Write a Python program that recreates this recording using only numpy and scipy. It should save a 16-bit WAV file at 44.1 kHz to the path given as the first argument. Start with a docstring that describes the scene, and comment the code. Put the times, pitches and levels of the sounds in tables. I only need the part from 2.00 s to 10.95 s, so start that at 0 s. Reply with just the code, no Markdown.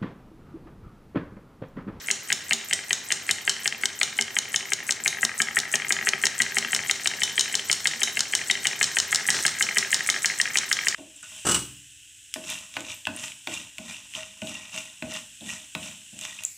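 """A quickening metallic clack: a solenoid engine on a wooden board, close to a hand-held camera in a workshop.
Once a turn the contact wire chatters on the push rod, the rod knocks the crank of the plastic disc flywheel,
and the plunger snaps home, at times with a rebound; the loose disc then rattles three times.
Blows ring the modes of each part; shaped noise makes the board, bearing, hiss and air.
The room answers, and a fast limiter ducks everything around each loud peak."""
import sys
import numpy as np
from scipy import signal
from scipy.fft import rfft, irfft, next_fast_len
from scipy.io import wavfile
from scipy.ndimage import uniform_filter1d, minimum_filter1d, map_coordinates

SR = 44100
rng = np.random.default_rng(int(sys.argv[2]) if len(sys.argv) > 2 else 0)


def store_wav(level_fs):
    """Save 16-bit WAV to argv[1]."""
    pcm = np.round(np.clip(np.atleast_2d(level_fs), -1, 1) * 32767)
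    wavfile.write(sys.argv[1], SR, pcm.T.astype(np.int16))


N = 394694

# room tone, relative spectrum: pitch_hz, density_db [dB per Hz]
AIR_SPECTRUM = [(25, -18), (70, 15.5), (100, 13), (230, 13.5), (800, 7), (1900, 12.5), (6000, -15),
                (10000, -34), (16000, -39)]
# how fast the room's answer dies: pitch_hz, t60_s
ROOM_DECAY = [(1000, 0.77), (7000, 0.37), (12000, 0.44)]
# low resonances of the wooden board: pitch_hz, width_hz, level_db
BOARD_RESONANCES = [(92.6, 2.4, -1), (146.5, 17, -2), (228.2, 13.8, 0.5), (392.3, 18.4, 1.5),
                    (642, 173, -7.5), (816, 143, -3)]
# bearing noise, relative spectrum: pitch_hz, density_db [dB per Hz]
BEARING_SPECTRUM = [(1200, -4), (1700, 4.5), (2100, -9.5), (4300, 5), (4800, 0.5), (5700, 7.5),
                    (8400, -0.5), (11500, -20)]
# one long rush of bearing noise: time_s, level_db
BEARING_RUSH = [(7.3, -59), (7.35, -32.5), (7.41, -33), (7.45, -47)]
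# ringing modes of each part, varied a little at every blow: pitch_hz, level_db (relative), t60_s
WIRE_MODES = [(6750, 10.5, 0.0027), (7760, -0.5, 0.0052), (7740, 8, 0.0052), (9030, -5.5, 0.011),
              (9780, -6.5, 0.0044)]
DISC_MODES = [(1278, -7, 0.02), (1637, -1, 0.024), (1897, 4.5, 0.02), (2119, 3.5, 0.022),
              (2390, 4.5, 0.013), (2756, -1.5, 0.021), (3106, 0, 0.021), (4390, 2, 0.0026),
              (7300, -33, 0.0031)]
COIL_FRAME_MODES = [(1920, -1.5, 0.0018), (3008, -8.5, 0.018), (3770, -4, 0.0076), (4173, -6.5, 0.0097),
                    (5374, 5, 0.0033), (6450, 0, 0.0068), (6840, 1.5, 0.0064), (7405, -2, 0.0061),
                    (8380, -3.5, 0.0079), (9640, -14, 0.0054), (10350, -10, 0.0046), (15100, -32, 0.0039)]
# base levels and balance as the camera moves: time_s, rattle_db, board_db, disc_tilt_db [dB per octave],
# disc_pan_db, coil_pan_db [left minus right], wire_db
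CAMERA_VIEW = [(0, -45.5, -49.5, 5, 2, 1, -28), (2.6, -44.5, -46.5, 5, 2, 3, -26.5),
               (3.2, -47, -47, -6.5, 4, 2, -21.5), (4.6, -39.5, -48, 0, 4.5, 1.5, -22),
               (5.3, -39.5, -47, 6, 3, 3, -26.5), (6.6, -39.5, -47.5, 4.5, 2.5, 2.5, -25.5),
               (7.3, -37.5, -47.5, -2.5, 2.5, 0.5, -18), (8.95, -39, -54, -1.5, 0.5, 1, -24.5)]
# one row a turn, levels are peaks before the bass cut:
# snap_s, snap_db, knock_ahead_ms [before the snap], knock_db, rattle_1_db, rattle_2_db, rattle_3_db
STROKES = [(0.1118, 0, 9.7, -12.5, -36, -36, -41), (0.3262, 1, 24.3, -11.0, -38, -29, -37),
           (0.5322, 2.5, 23.4, -7, -38, -25, -33), (0.7332, 1.5, 23.6, -13.5, -36, -33, -29.0),
           (0.9297, 0.5, 23, -9.0, -32, -36, -40), (1.1219, 1, 18, -14.5, -29, -34, -30.0),
           (1.3106, 0, 19.9, -9, -34, -27, -29), (1.495, 2.5, 18.6, -6.5, -39, -25, -27),
           (1.6766, -5, 19.6, -9, -16, -25, -40), (1.8561, -4.5, 21.5, -10.5, -25.5, -44, -33),
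           (2.0312, 1, 18.1, -7.5, -26, -41, -25), (2.211, -5.5, 23, -7, -39, -22, -27.0),
           (2.3868, -5.5, 21, -8.5, -36, -25, -33), (2.5604, 1.5, 18, -11.5, -21, -23, -26.5),
           (2.7339, -5.5, 14.8, -12.5, -36, -25, -26.5), (2.9082, -2.5, 17, -11, -44, -34, -25.5),
           (3.0777, 3.5, 18.5, -8.5, -36, -25, -23), (3.25, -6, 20.3, -6, -19.5, -24, -26.5),
           (3.418, 0, 17.0, -4.5, -41, -18, -22), (3.5882, -6.5, 20, -7, -22, -25, -27),
           (3.7558, -4, 17.1, -3.5, -19.5, -19, -19), (3.9228, 0, 17.8, -3.5, -17.5, -19, -18),
           (4.0889, -5.5, 18.6, -8.5, -10, -27, -26), (4.2552, -4, 18.6, -5, -36, -28.5, -33),
           (4.4191, -2.5, 17.6, -6, -19.5, -34, -27.0), (4.5843, -6.5, 16.5, -4.5, -19, -13.5, -28),
           (4.7481, -6, 17.5, -8, -17, -26.0, -22.5), (4.911, -2, 15.2, -9, -38, -42, -23),
           (5.073, -1.5, 15.2, -10, -21, -20, -33), (5.2339, 2.5, 16, -11.5, -20, -24, -45),
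           (5.3942, 3.5, 16, -9, -36, -21.0, -24), (5.5527, -1.5, 11.8, -13.5, -18, -33, -34),
           (5.7142, 3.5, 16.8, -9, -39, -37, -40), (5.8714, 0.5, 16.3, -9.0, -24, -19.5, -27),
           (6.0325, 4, 15.4, -12, -18, -36, -43), (6.1925, -6.5, 22, -10, -37, -25, -37),
           (6.3511, -1, 16.1, -9, -22.0, -19, -27), (6.5113, 0, 12.4, -9.5, -18, -22, -41),
           (6.6694, 1.5, 16, -8, -23, -18, -25), (6.8285, 4.5, 17.3, -6, -36, -29.0, -24.0),
           (6.9861, 0, 18, -8, -24, -27, -34), (7.147, -3.5, 20.4, -7.5, -23.5, -21, -36),
           (7.3033, 3, 17, -4.5, -17.5, -19, -18), (7.4645, 1, 14, -4.5, -34, -36, -23.5),
           (7.6248, 1, 16.7, -6.5, -19.0, -14, -20), (7.7836, 0, 14.7, -3.5, -16, -18, -29),
           (7.9437, 1, 15.6, -5, -31, -17, -35), (8.1001, 1, 11.7, -6.5, -16.5, -15.5, -25),
           (8.2579, 1.5, 13.4, -9, -16, -23, -31), (8.4142, -3, 15, -8, -15, -18, -26),
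           (8.5719, -1, 16.5, -8, -23.0, -18.5, -25.0), (8.7276, 2, 14.1, -9.5, -19, -15, -22),
           (8.8838, 0, 15.2, -7, -22, -15, -36)]
# the plunger lands again: start_s, level_db (peak before the bass cut)
REBOUNDS = [(2.2225, -11), (2.922, -9.5), (3.601, -11), (4.2681, -6.5), (4.4331, -15), (4.763, -13),
            (5.4093, -3), (5.728, -2), (6.2062, -4.5), (6.8415, -7), (7.0006, -3), (7.1582, -6),
            (7.4795, -9), (8.5855, -5.5)]
# disc knocks out of the pattern: start_s, level_db (peak before the bass cut)
STRAY_KNOCKS = [(0.0843, -13.5), (0.319, -12.5), (0.5214, -10.5), (0.728, -10.0), (0.7892, -22),
                (1.1167, -13), (1.3027, -14.5), (2.7873, -25), (2.9676, -27.5), (3.0706, -20), (3.126, -22),
                (3.1848, -23), (3.471, -23), (3.582, -17), (3.867, -26), (4.025, -20), (4.0827, -13.5),
                (4.266, -14.5), (4.52, -22.0), (4.6836, -24), (4.7612, -18), (4.8024, -29), (5.4962, -26),
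                (6.0801, -20), (6.6642, -20), (7.1959, -24), (7.3713, -24), (7.4801, -20), (7.7238, -26),
                (7.9916, -23), (8.1521, -28), (8.3074, -23), (8.5029, -22), (8.6182, -27), (8.8347, -26)]

# chatter after first contact: share of the contact force, time to die by 1/e
HARD_CHATTER, HARD_CHATTER_S = .07, .003
SOFT_CHATTER, SOFT_CHATTER_S = .09, .002
TOUCH_TURN = .233  # the wire first touches this share of a turn before the snap
SKIP_S = (0, .0098, .019)  # touches on the rod, after the first one
SKIP_DB, SKIP_SCATTER_DB = (6, 7.5, -15), 1.5  # relative to wire_db
RATTLE_TURN, RATTLE_SCATTER_S = (.258, .388, .532), .001  # shares of a turn after the snap
KNOCK_RISE_S = .0007  # the plastic disc takes a blow softly
SWELL_DB = 5  # the loose rattle swells late in the turn, while the wire's chatter shakes the disc
TOP_HZ = 16200


def amp(db):
    """Gain of a level in dB."""
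    return 10 ** (np.asarray(db) / 20)


def unit(x):
    """x at rms 1."""
    return x / np.sqrt(np.mean(x ** 2) + 1e-20)


def along(points, hz):
    """Value at hz of (Hz, value) points on a log frequency axis."""
    f, value = np.transpose(points)
    return np.interp(np.log(hz + 1), np.log(f + 1), value)


def filtered(x, response):
    """x times a response of frequency."""
    size = next_fast_len(N + SR // 2)
    hz = np.fft.rfftfreq(size, 1 / SR)
    return irfft(rfft(x, size) * response(hz), size)[..., :N]


def wobble(rate):
    """A smooth random curve, rate knots a second."""
    knots = rng.standard_normal(int(N * rate / SR) + 4)
    return map_coordinates(knots, [np.arange(N) * rate / SR])


def view(column, s):
    """One column of the camera's view at times s."""
    points = np.transpose(CAMERA_VIEW)
    return np.interp(s, points[0], points[column])


def placed(x, pan_db):
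    """A source between the two microphone ports, set by their level difference."""
    return x * amp(np.outer([1, -1], pan_db) / 2)


def small(x, edge_hz):
    """Small parts radiate no bass: a steep high-pass."""
    return signal.sosfilt(signal.butter(3, edge_hz, "high", fs=SR, output="sos"), x)


def homes():
    """Times at which the plunger snaps home, with one turn more at each end."""
    home = np.transpose(STROKES)[0]
    return np.r_[2 * home[0] - home[1], home, 2 * home[-1] - home[-2]]


def crank():
    """Share of the turn since the plunger last snapped home."""
    home = homes()
    return np.interp(np.arange(N) / SR, home, np.arange(len(home))) % 1


def knocks():
    """Times and levels of all firm blows on the disc: crank knocks, rattles and strays."""
    home, _, ahead_ms, knock_db, *rattle_db = np.transpose(STROKES)
    late_s = np.outer(np.diff(homes())[1:], RATTLE_TURN)
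    rattle_s = home[:, None] + late_s + RATTLE_SCATTER_S * rng.standard_normal(late_s.shape)
    stray_s, stray_db = np.transpose(STRAY_KNOCKS)
    s = np.r_[home - ahead_ms / 1e3, rattle_s.ravel(), stray_s]
    db = np.r_[knock_db, np.transpose(rattle_db).ravel(), stray_db]
    return s, db


def loose(allowed, rate):
    """Times and size scatter (0-1) of random small contacts, drawn at rate a second, kept where allowed."""
    draw = rng.random((int(rate * N / SR), 2))
    kept = draw[allowed[(draw[:, 0] * (N - 1)).astype(int)]]
    return kept[:, 0] * N / SR, kept[:, 1]


def strike(s, db, modes, attack_s, chatter, chatter_s, count, tilt_db=0):
    """Each blow is one contact plus a short chatter, ringing the modes at new strengths and pitches."""
    hz, level_db, t60 = np.transpose(modes)[:, None, :, None]
    t = np.arange(count) / SR
    # per blow and mode: strength scatter in dB, pitch scatter as a share
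    scatter = rng.standard_normal((len(s), len(modes), 2)) * [1.8, .012]
    tilt = np.reshape(tilt_db, (-1, 1, 1)) * np.log2(hz / 2000)
    level_db = level_db + scatter[..., :1] + tilt
    sign = (-1) ** np.arange(len(modes))[:, None]  # neighbouring modes start in opposite phase
    tones = np.sin(2 * np.pi * hz * (1 + scatter[..., 1:]) * t)
    rings = sign * amp(level_db - 60 * t / t60) * tones
    force = chatter * rng.standard_normal((len(s), count)) * np.exp(-t / chatter_s)
    force[:, 0] = 1
    blows = signal.fftconvolve(rings.sum(axis=1), force, axes=1)[:, :count]
    blows *= 1 - np.exp(-t / attack_s)
    blows *= amp(db)[:, None] / abs(blows).max(axis=1, keepdims=True)
    where = np.round(s * SR).astype(int)[:, None] + np.arange(count)
    return np.bincount(where.ravel(), blows.ravel(), N + count + SR)[:N]


def room_tone():
    """Steady air and preamp noise, alike in the bass, nearly opposite in phase between the ports in the treble."""
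    mid, side = filtered(rng.standard_normal((2, N)), lambda hz: amp(along(AIR_SPECTRUM, hz)))
    width = [(100, -15.5), (2500, -1.0), (12000, 32.5)]  # pitch_hz, side gain in dB
    side = filtered(side, lambda hz: amp(along(width, hz)))
    return amp(-49.0) * unit(np.array([mid + side, mid - side]))


def shop(x):
    """The room's answer: each frequency dies at its own speed, with a fresh tail every third of a second."""
    out, hop = np.zeros((2, N + 2 * SR)), SR // 3
    for start in range(0, N, hop):
        hz, t, z = signal.stft(rng.standard_normal((3, SR // 2)), SR, nperseg=256)
        decay = amp(-60 * t / along(ROOM_DECAY, hz)[:, None])
        common, left, right = signal.istft(z * decay, SR, nperseg=256)[1]
        tail = common + 0.3 * np.array([left, right])
        tail /= np.linalg.norm(tail[0])
        wet = signal.fftconvolve(x[None, start:start + hop], tail, axes=1)
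        out[:, start + 300:][:, :wet.shape[1]] += wet  # the answer starts 300 samples late
    return out[:, :N]


def bench(pair):
    """The bench top sends a second copy a moment later, by a different path to each port."""
    late = lambda hz: np.exp(-2j * np.pi * np.outer([.00052, .00061], hz))  # delays in s
    return filtered(pair, lambda hz: 1 + 0.17 * late(hz))


def hiss(turn):
    """A thin treble hiss: sets in suddenly while the plunger slides out, sinks a little, then stops at once."""
    def band(hz):
        peak = 1 / (1 + ((hz - 13600) / 500) ** 2)
        return peak + 0.52 / (1 + ((hz - 12500) / 2500) ** 4)

    sliding = (turn > .56) * (turn < .77)
    level_db = -53.5 - 13 * (turn - 0.91) + 2.5 * wobble(60)
    noise = rng.standard_normal((2, N)) + 0.49 * rng.standard_normal(N)  # partly shared by the ports
    return sliding * amp(level_db) * unit(filtered(noise, band))


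def board(t, s, db):
    """Every disc knock shakes the board on the bench; noise dies away in its low resonances."""
    blows = np.bincount((s * SR).astype(int), amp(db), N)
    tail_t = t[:SR // 2]
    decay = np.exp(-tail_t / 0.037) + 1.76 * np.exp(-tail_t / 0.0079)
    shake = signal.fftconvolve(blows, decay)[:N]

    def wood(hz):
        total = 0
        for k, (center, width, level_db) in enumerate(BOARD_RESONANCES):
            damping = 1j * hz * width
            total = total + (-1) ** k * amp(level_db) * damping / (center * center - hz * hz + damping)
        return total

    noise = (shake + 0.033) * rng.standard_normal(N)  # a faint steady rumble stays under the knocks
    return amp(view(2, t)) * unit(filtered(noise, wood))


def rubbing(turn, t):
    """Bearing noise, fluttering in level, that fades along the turn, with one long rush."""
    flutter = amp(2.0 * wobble(130))
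    noise = unit(filtered(flutter * rng.standard_normal(N), lambda hz: amp(along(BEARING_SPECTRUM, hz))))
    rush = amp(np.interp(t, *np.transpose(BEARING_RUSH), left=-np.inf, right=-np.inf))
    return (amp(view(1, t) + 4.5 - 10 * turn) + rush) * noise


def contact(turn):
    """The wire touches and skips on the rod late in the turn, with loose chatter over its last fifth."""
    home = homes()[:-1]
    touch_s = home[1:] - TOUCH_TURN * np.diff(home)
    s = (touch_s[:, None] + SKIP_S).ravel()
    scatter_db = SKIP_SCATTER_DB * rng.standard_normal((len(STROKES), len(SKIP_S)))
    db = view(6, s) + (SKIP_DB + scatter_db).ravel()
    loose_s, size = loose(turn > .81, 700)
    s, db = np.r_[s, loose_s], np.r_[db, view(6, loose_s) - 6 + 11 * size]
    blows = strike(s, db, WIRE_MODES, 0.000065, SOFT_CHATTER, SOFT_CHATTER_S, count=450)
    return small(blows, 7750)


def disc(turn, s, db):
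    """Firm blows ring the plastic disc softly, with loose, mostly fainter rattle between them."""
    loose_s, size = loose(turn > .15, 170)
    shaken = turn[(loose_s * SR).astype(int).clip(0, N - 1)] > .82
    loose_db = view(1, loose_s) - 4 + 17 * size ** 2 + SWELL_DB * shaken
    s, db = np.r_[s, loose_s], np.r_[db, loose_db]
    blows = strike(s, db, DISC_MODES, KNOCK_RISE_S, SOFT_CHATTER, SOFT_CHATTER_S, count=1100,
                   tilt_db=view(3, s))
    return small(blows, 400)


def plunger():
    """Steel on steel: snaps and rebounds ring the coil frame sharply."""
    s, db = np.transpose([row[:2] for row in STROKES] + list(REBOUNDS))
    blows = strike(s, db, COIL_FRAME_MODES, .0001, HARD_CHATTER, HARD_CHATTER_S, count=1400)
    return small(blows, 870)


def scene():
    """The engine, its room and the air."""
    t, turn, blows = np.arange(N) / SR, crank(), knocks()
    steel = plunger() + contact(turn)
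    plastic = disc(turn, *blows)
    bearing = placed(rubbing(turn, t), 0.31)
    near = bench(placed(steel, view(5, t)) + placed(plastic, view(4, t)) + bearing)
    thump = placed(board(t, *blows), -1.3)
    sliding = hiss(turn) * amp([[-1.5], [1.5]])
    answer = amp(-12.5) * shop(steel + plastic)
    return near + thump + sliding + answer + room_tone()


def record(dry):
    """A look-ahead limiter ducks peaks, the preamp rounds the rest; the microphone thins bass, cuts the top."""
    level = np.sqrt(abs(uniform_filter1d((dry ** 2).mean(axis=0), size=40)))
    need = np.minimum(1, 0.25 / (level + 1e-9))
    held = minimum_filter1d(need, size=220, origin=-20)
    limited = dry * uniform_filter1d(held, size=90)
    rounded = limited / (1 + abs(limited / .8) ** 4) ** (1 / 4)
    return filtered(rounded, lambda hz: (hz < TOP_HZ) * (0.19 + 1 / (1 + (78 / (hz + 1)) ** 8)))


dry = scene()
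out = record(dry)
store_wav(out)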